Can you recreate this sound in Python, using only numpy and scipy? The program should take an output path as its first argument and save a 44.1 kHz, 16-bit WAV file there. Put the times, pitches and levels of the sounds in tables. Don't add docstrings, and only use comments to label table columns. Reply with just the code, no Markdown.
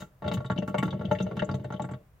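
import sys
import numpy as np
from scipy import signal
from scipy.fft import rfft, irfft
from scipy.io import wavfile
from scipy.ndimage import uniform_filter1d

SR = 44100
rng = np.random.default_rng(int(sys.argv[2]) if len(sys.argv) > 2 else 0)


def wav_record(signal):
    frames = np.transpose(np.atleast_2d(signal))
    bounded = np.clip(frames, -1, 1)
    quanta = np.round(bounded * 32767).astype(np.int16)
    wavfile.write(sys.argv[1], SR, quanta)


N = 97020
RING = np.arange(int(.45 * SR)) / SR
SMALL_BUBBLE_GLIDE_PER_S = 0.88


def gulps(spots):
    # start_s, thump_db, thump_hz, bubble_db, bubble_hz, splash_db
    gulp_cues = [(0.02, -41, 155, -45, 870, -50.5), (0.222, -43, 166, -38.5, 500, -58),
                 (0.243, -42, 162, -35.5, 665, -52.5), (0.263, -37, 153, -45, 646, -51),
                 (0.278, -30.5, 156, -33, 600, -38), (0.315, -31, 174, -32, 580, -35),
                 (0.339, -33, 187, -44, 790, -35.5), (0.372, -44, 133, -41.5, 880, -48),
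                 (0.405, -44, 158, -39.5, 574, -57), (0.446, -35, 120, -43.5, 980, -51.5),
                 (0.5, -28.5, 166, -28.5, 774, -43), (0.516, -29, 110, -38, 960, -48),
                 (0.561, -34, 179, -41.5, 434, -51), (0.583, -27.5, 173, -38, 373, -43),
                 (0.623, -32, 180, -34, 400, -46.5), (0.678, -33, 187, -37, 900, -48.5),
                 (0.697, -35.5, 152, -43.5, 444, -54), (0.744, -33.5, 185, -26, 580, -62),
                 (0.778, -37.5, 150, -39.5, 850, -60), (0.785, -28, 160.6, -34, 696, -49),
                 (0.827, -25.5, 187.6, -29.5, 910, -38), (0.853, -27.5, 164, -69, 1030, -45),
                 (0.879, -32, 134, -39, 870, -48.5), (0.928, -32, 140, -39, 720, -50.5),
                 (0.994, -37, 157, -43.5, 423, -54), (1.012, -37, 174, -36.5, 513, -58),
                 (1.046, -29.5, 176, -38.5, 393, -58), (1.113, -26, 173, -24.5, 667, -39),
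                 (1.15, -45, 115, -46, 627, -44.5), (1.202, -30, 152, -33.5, 430, -38),
                 (1.266, -37, 121, -38, 520, -49), (1.313, -43.5, 168, -40, 536, -63),
                 (1.369, -32.5, 150, -40, 794, -43), (1.421, -27.5, 169, -33.5, 860, -45.5),
                 (1.491, -30.5, 133, -34, 710, -48.5), (1.512, -31.5, 163, -39, 473, -50),
                 (1.541, -28, 147, -36.5, 437, -45), (1.597, -35.5, 134, -50, 594, -58.5),
                 (1.645, -37.5, 124, -39.5, 640, -51), (1.704, -35.5, 141, -39.5, 850, -57.5),
                 (1.724, -65, 153, -39.5, 670, -52), (1.739, -33, 156, -41.5, 710, -51),
                 (1.797, -34.5, 165, -43.5, 720, -50.5), (1.82, -37, 169, -52, 860, -47.5),
                 (1.843, -35.5, 156, -39.5, 740, -63), (1.89, -42, 120, -42, 790, -70),
                 (1.912, -36.5, 146, -46, 840, -58.5), (1.936, -37, 138, -47.5, 1000, -54)]
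    thump_trim_db, bubble_trim_db, splash_trim_db = 0.5, -2, -9.5
    thump_lag_s = 0.002933
    out = np.zeros((2, N))
    for start_s, thump_db, thump_hz, bubble_db, bubble_hz, splash_db in gulp_cues:
        thump = bubble(thump_hz, t60_s=0.031, glide_per_s=-0.34)
        play_in_drain(out, spots, start_s + thump_lag_s, thump_db + thump_trim_db, thump)
        play_in_drain(out, spots, start_s, bubble_db + bubble_trim_db, bubble_cluster(bubble_hz))
        splash = patter(t60_s=0.036, edges_hz=[2500, 4090], kind="band")
        play_in_drain(out, spots, start_s, splash_db + splash_trim_db, splash)
    return out


def bubble_cluster(pitch_hz):
    t60_s, shed_db, shed_within_s, shed_octaves = 0.0037, -10, 0.00599, .5
    cluster = bubble(pitch_hz, t60_s)
    for delay_s, octaves in rng.random((3, 2)) * [shed_within_s, shed_octaves]:
        ratio = 2 ** octaves
        shed = from_db(shed_db) * bubble(pitch_hz * ratio, t60_s) / ratio
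        cluster += np.pad(shed, (int(delay_s * SR), 0))[:len(RING)]
    return cluster


def bubble(pitch_hz, t60_s, glide_per_s=0):
    attack_cycles = 0.48
    phase = 2 * np.pi * pitch_hz * (RING + glide_per_s * np.minimum(RING, t60_s * 2) * RING / 2)
    swell = 1 - np.exp(-RING * pitch_hz / attack_cycles)
    return np.diff(np.sin(phase) * swell * decay(t60_s), prepend=0)


def glugs(spots):
    # start_s, level_db, start_hz, end_hz, length_s
    glug_cues = [(.335, -34.5, 206, 153, 0.034), (.366, -28, 130, 105, 0.03),
                 (.822, -25.5, 199.9, 182.2, 0.043), (.932, -32.5, 142, 207, 0.036),
                 (1.13, -32.5, 129, 89.5, 0.037), (1.215, -31, 193, 170, 0.043)]
    out = np.zeros((2, N))
    for start_s, level_db, start_hz, end_hz, length_s in glug_cues:
        progress = np.minimum(RING / length_s, 1)
        phase = 2 * np.pi * np.cumsum(start_hz + (end_hz - start_hz) * progress) / SR
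        play_in_drain(out, spots, start_s, level_db, np.sin(phase) * np.sin(np.pi * progress))
    return out


def pings(spots):
    # start_s, level_db, pitch_hz
    ping_cues = [(.28, -39, 3430), (0.454, -62, 7700), (.462, -47, 3780), (0.511, -58, 7270),
                 (0.578, -37, 2830), (0.584, -54.5, 5770), (.783, -35.5, 2280), (.783, -37, 2810),
                 (.784, -48, 7840), (.907, -43.5, 3430), (1.053, -43.5, 3270), (1.115, -21.5, 603),
                 (1.123, -53.5, 6260), (1.15, -38.5, 1810), (1.187, -39, 2750), (1.206, -52, 3590),
                 (1.225, -50, 6160), (1.394, -32, 1540), (1.394, -34.5, 2890), (1.421, -24.5, 605),
                 (1.446, -52, 7100), (1.514, -51, 4730), (1.544, -56.5, 6500), (1.641, -65.5, 7750),
                 (1.723, -59, 6270), (1.763, -52, 3080), (1.796, -28.5, 800), (1.819, -51, 7300),
                 (1.849, -61, 7740), (1.913, -60.5, 7540)]
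    ping_trim_db, crackle_trim_db = -6.5, -16
    out = np.zeros((2, N))
    for start_s, level_db, pitch_hz in ping_cues:
        t60_s = 0.0088 * np.sqrt(3000 / pitch_hz)
        ping = bubble(pitch_hz, t60_s, SMALL_BUBBLE_GLIDE_PER_S)
        play_in_drain(out, spots, start_s, level_db + ping_trim_db, ping)
        octave_hz = [pitch_hz / np.sqrt(2), pitch_hz * np.sqrt(2)]
        crackle = patter(t60_s=0.014, edges_hz=octave_hz, kind="band")
        play_in_drain(out, spots, start_s, level_db + crackle_trim_db, crackle)
    return out


def sprays(spots):
    # start_s, level_db, t60_s, low_cut_hz
    spray_cues = [(.001, -51, 0.16, 785), (.280, -63.5, 0.017, 4440), (.316, -61.5, 0.1, 2000),
                  (0.336, -50.5, 0.062, 5000), (0.676, -58.5, 0.083, 4440), (0.781, -54, 0.023, 5100),
                  (.828, -55.5, 0.059, 4550), (0.852, -62, 0.11, 2240), (1.115, -61, 0.15, 4540),
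                  (1.219, -66, 0.084, 4500), (1.366, -66.5, 0.018, 4670), (1.543, -63, 0.058, 2740)]
    out = np.zeros((2, N))
    for start_s, level_db, t60_s, low_cut_hz in spray_cues:
        play_in_drain(out, spots, start_s, level_db, patter(t60_s, low_cut_hz, "high"))
    return out


def patter(t60_s, edges_hz, kind):
    drops = rng.standard_normal(len(RING)) * rng.exponential(1, len(RING)) * decay(t60_s)
    return signal.sosfilt(signal.butter(2, edges_hz, kind, fs=SR, output="sos"), drops + 1e-18)


def bubbling(spots):
    # low_hz, high_hz, bubbles_per_s, t60_s, trim_db
    size_ranges = [(74, 217, 300, 0.025, 1), (382, 669, 470, .02, -4), (1390, 4540, 640, 0.005, -24.5)]
    # time_s, level_db
    flow = [(0, -44), (.11, -71), (.21, -73), (0.26, -32.5), (.43, -49), (0.901, -41.5), (1.3, -38),
            (1.624, -46), (1.941, -49), (2.019, -58.5), (2.2, -108)]
    flow_db = np.interp(np.arange(N) / SR, *np.transpose(flow))
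    out = np.zeros((2, N))
    for spot, (low_hz, high_hz, bubbles_per_s, t60_s, trim_db) in zip(spots, size_ranges):
        stream = np.zeros(N)
        pitches_hz = np.geomspace(low_hz, high_hz, 10)
        for pitch_hz in pitches_hz:
            onsets = rng.random(N) < bubbles_per_s / len(pitches_hz) / SR
            accents_db = np.minimum(rng.exponential(3, N), 9)
            blip = bubble(pitch_hz, t60_s, SMALL_BUBBLE_GLIDE_PER_S)
            stream += signal.fftconvolve(onsets * from_db(accents_db), blip / rms(blip))[:N]
        layer = signal.fftconvolve(spot, stream[None], axes=1)[:, :N]
        out += layer / rms(layer) * from_db(flow_db + trim_db)
    return out


def drain_responses(spot_count):
    # pitch_hz, level_db, t60_s, left_over_right_db, left_lead_rad
    modes = [(99, -8, .1, 0, 0), (129, -3, .11, 0, 0), (187, -5, .11, 2, 0), (302, -9, .15, 0, .3),
             (345, -3, .045, 0, .3), (444, -3, .1, 1, .4), (601, 2.5, .12, 9, .5), (858, -2.5, .1, 1, -.3),
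             (1121, -1.5, .12, 1, .1), (1348, -3, .12, -6, -1.2), (1386, -2, .11, 1, -.6),
             (1630, -14, .055, 3, 0), (1803, -7.5, .085, 8, -1.5), (1995, -11, .06, -6, 1.3),
             (2205, -9, .05, 0, 1.3), (2720, -7, .1, 8, -.8), (2975, -4, .05, 8, -.8),
             (3460, -6, .06, 3, 0), (3720, -2.5, .07, 8, 0), (4536, -13.5, .08, 7, 0),
             (4690, -12.5, .04, 9, 0)]
    # frequency_hz, density_db
    steel_tone = [(100, -28), (450, -7.5), (750, -13.5), (1000, -24), (2200, -9.5), (2500, -33),
                  (2850, -15.5), (3700, -20), (4050, -23), (5200, -29), (6300, -14), (8000, -21),
                  (9000, -28.5), (16000, -25)]
    # frequency_hz, left_over_right_db
    steel_pan = [(1500, 0), (2900, 8), (6500, 7), (11000, 3)]
    # frequency_hz, left_right_correlation
    steel_width = [(200, .95), (600, .3), (3000, .15)]
    basin_db, basin_t60_s, basin_build_s = -1, 0.063, 0.0075
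    room_db, room_t60_s = -17.5, 0.43
    pipe = 0
    for pitch_hz, level_db, t60_s, pan_db, lead_rad in modes:
        phase = 2 * np.pi * pitch_hz * RING + lead_rad * np.array([[.5], [-.5]])
        pipe += from_db(level_db) * pan_gains(pan_db) * np.cos(phase) * decay(t60_s)
    size = len(RING)
    basin_gains = pan_gains(curve_at(steel_pan, np.fft.rfftfreq(size, 1 / SR)))
    room = stereo_noise(steel_tone, steel_width, size) * decay(room_t60_s)
    shared = pipe / rms(pipe) + from_db(room_db) * room / rms(room)
    spots = []
    for _ in range(spot_count):
        steel = irfft(rfft(stereo_noise(steel_tone, steel_width, size)) * basin_gains, size)
        basin = steel * decay(basin_t60_s) * (1 - decay(basin_build_s))
        spots.append(shared + from_db(basin_db) * basin / rms(basin))
    return spots


def play_in_drain(out, spots, start_s, level_db, sound):
    spot = spots[rng.integers(len(spots))]
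    rung = signal.fftconvolve(spot, sound[None], axes=1)[:, :len(RING)]
    power = uniform_filter1d(rung.mean(0) ** 2, int(.022 * SR), mode="constant")
    start = int(start_s * SR)
    out[:, start:start + len(RING)] += from_db(level_db) * rung[:, :N - start] / np.sqrt(power.max())


def room_tone(level_db):
    # frequency_hz, density_db
    tone = [(25, -20), (45, -2), (80, -6.5), (130, -2.5), (200, -21), (320, -24), (600, -23.5), (1500, -28),
            (4000, -42.5), (9000, -44.5), (16000, -39)]
    # frequency_hz, left_right_correlation
    width = [(100, .98), (500, .6), (2000, .1)]
    return from_db(level_db) * stereo_noise(tone, width, N)


def stereo_noise(tone, width, size):
    hz = np.fft.rfftfreq(size, 1 / SR)
    mid, side = rfft(rng.standard_normal((2, size)))
    correlation = curve_at(width, hz)
    left_right = np.sqrt(1 + correlation) * mid + np.sqrt(1 - correlation) * side * [[1], [-1]]
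    noise = irfft(from_db(curve_at(tone, hz)) * left_right, size)
    return noise / rms(noise)


def curve_at(points, hz):
    points_hz, values = np.transpose(points)
    return np.interp(np.log(np.maximum(hz, 1)), np.log(points_hz), values)


def decay(t60_s):
    return np.exp(-np.log(1000) * RING / t60_s)


def pan_gains(left_over_right_db):
    return from_db(np.array([[1], [-1]]) * left_over_right_db / 2)


def from_db(db):
    return 10 ** (np.asarray(db) / 20)


def rms(x):
    return np.sqrt(np.mean(x ** 2) + 1e-30)


def scene():
    spots = drain_responses(spot_count=8)
    bed = bubbling(spots)
    return gulps(spots) + glugs(spots) + pings(spots) + sprays(spots) + bed + room_tone(level_db=-59)


def record(dry):
    low_cut_hz, high_cut_hz = 8.7, 15900
    dry = signal.sosfilt(signal.butter(2, low_cut_hz, "high", fs=SR, output="sos"), dry)
    return signal.sosfilt(signal.ellip(10, .1, 80, high_cut_hz, fs=SR, output="sos"), dry)


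dry = scene()
out = record(dry)
wav_record(out)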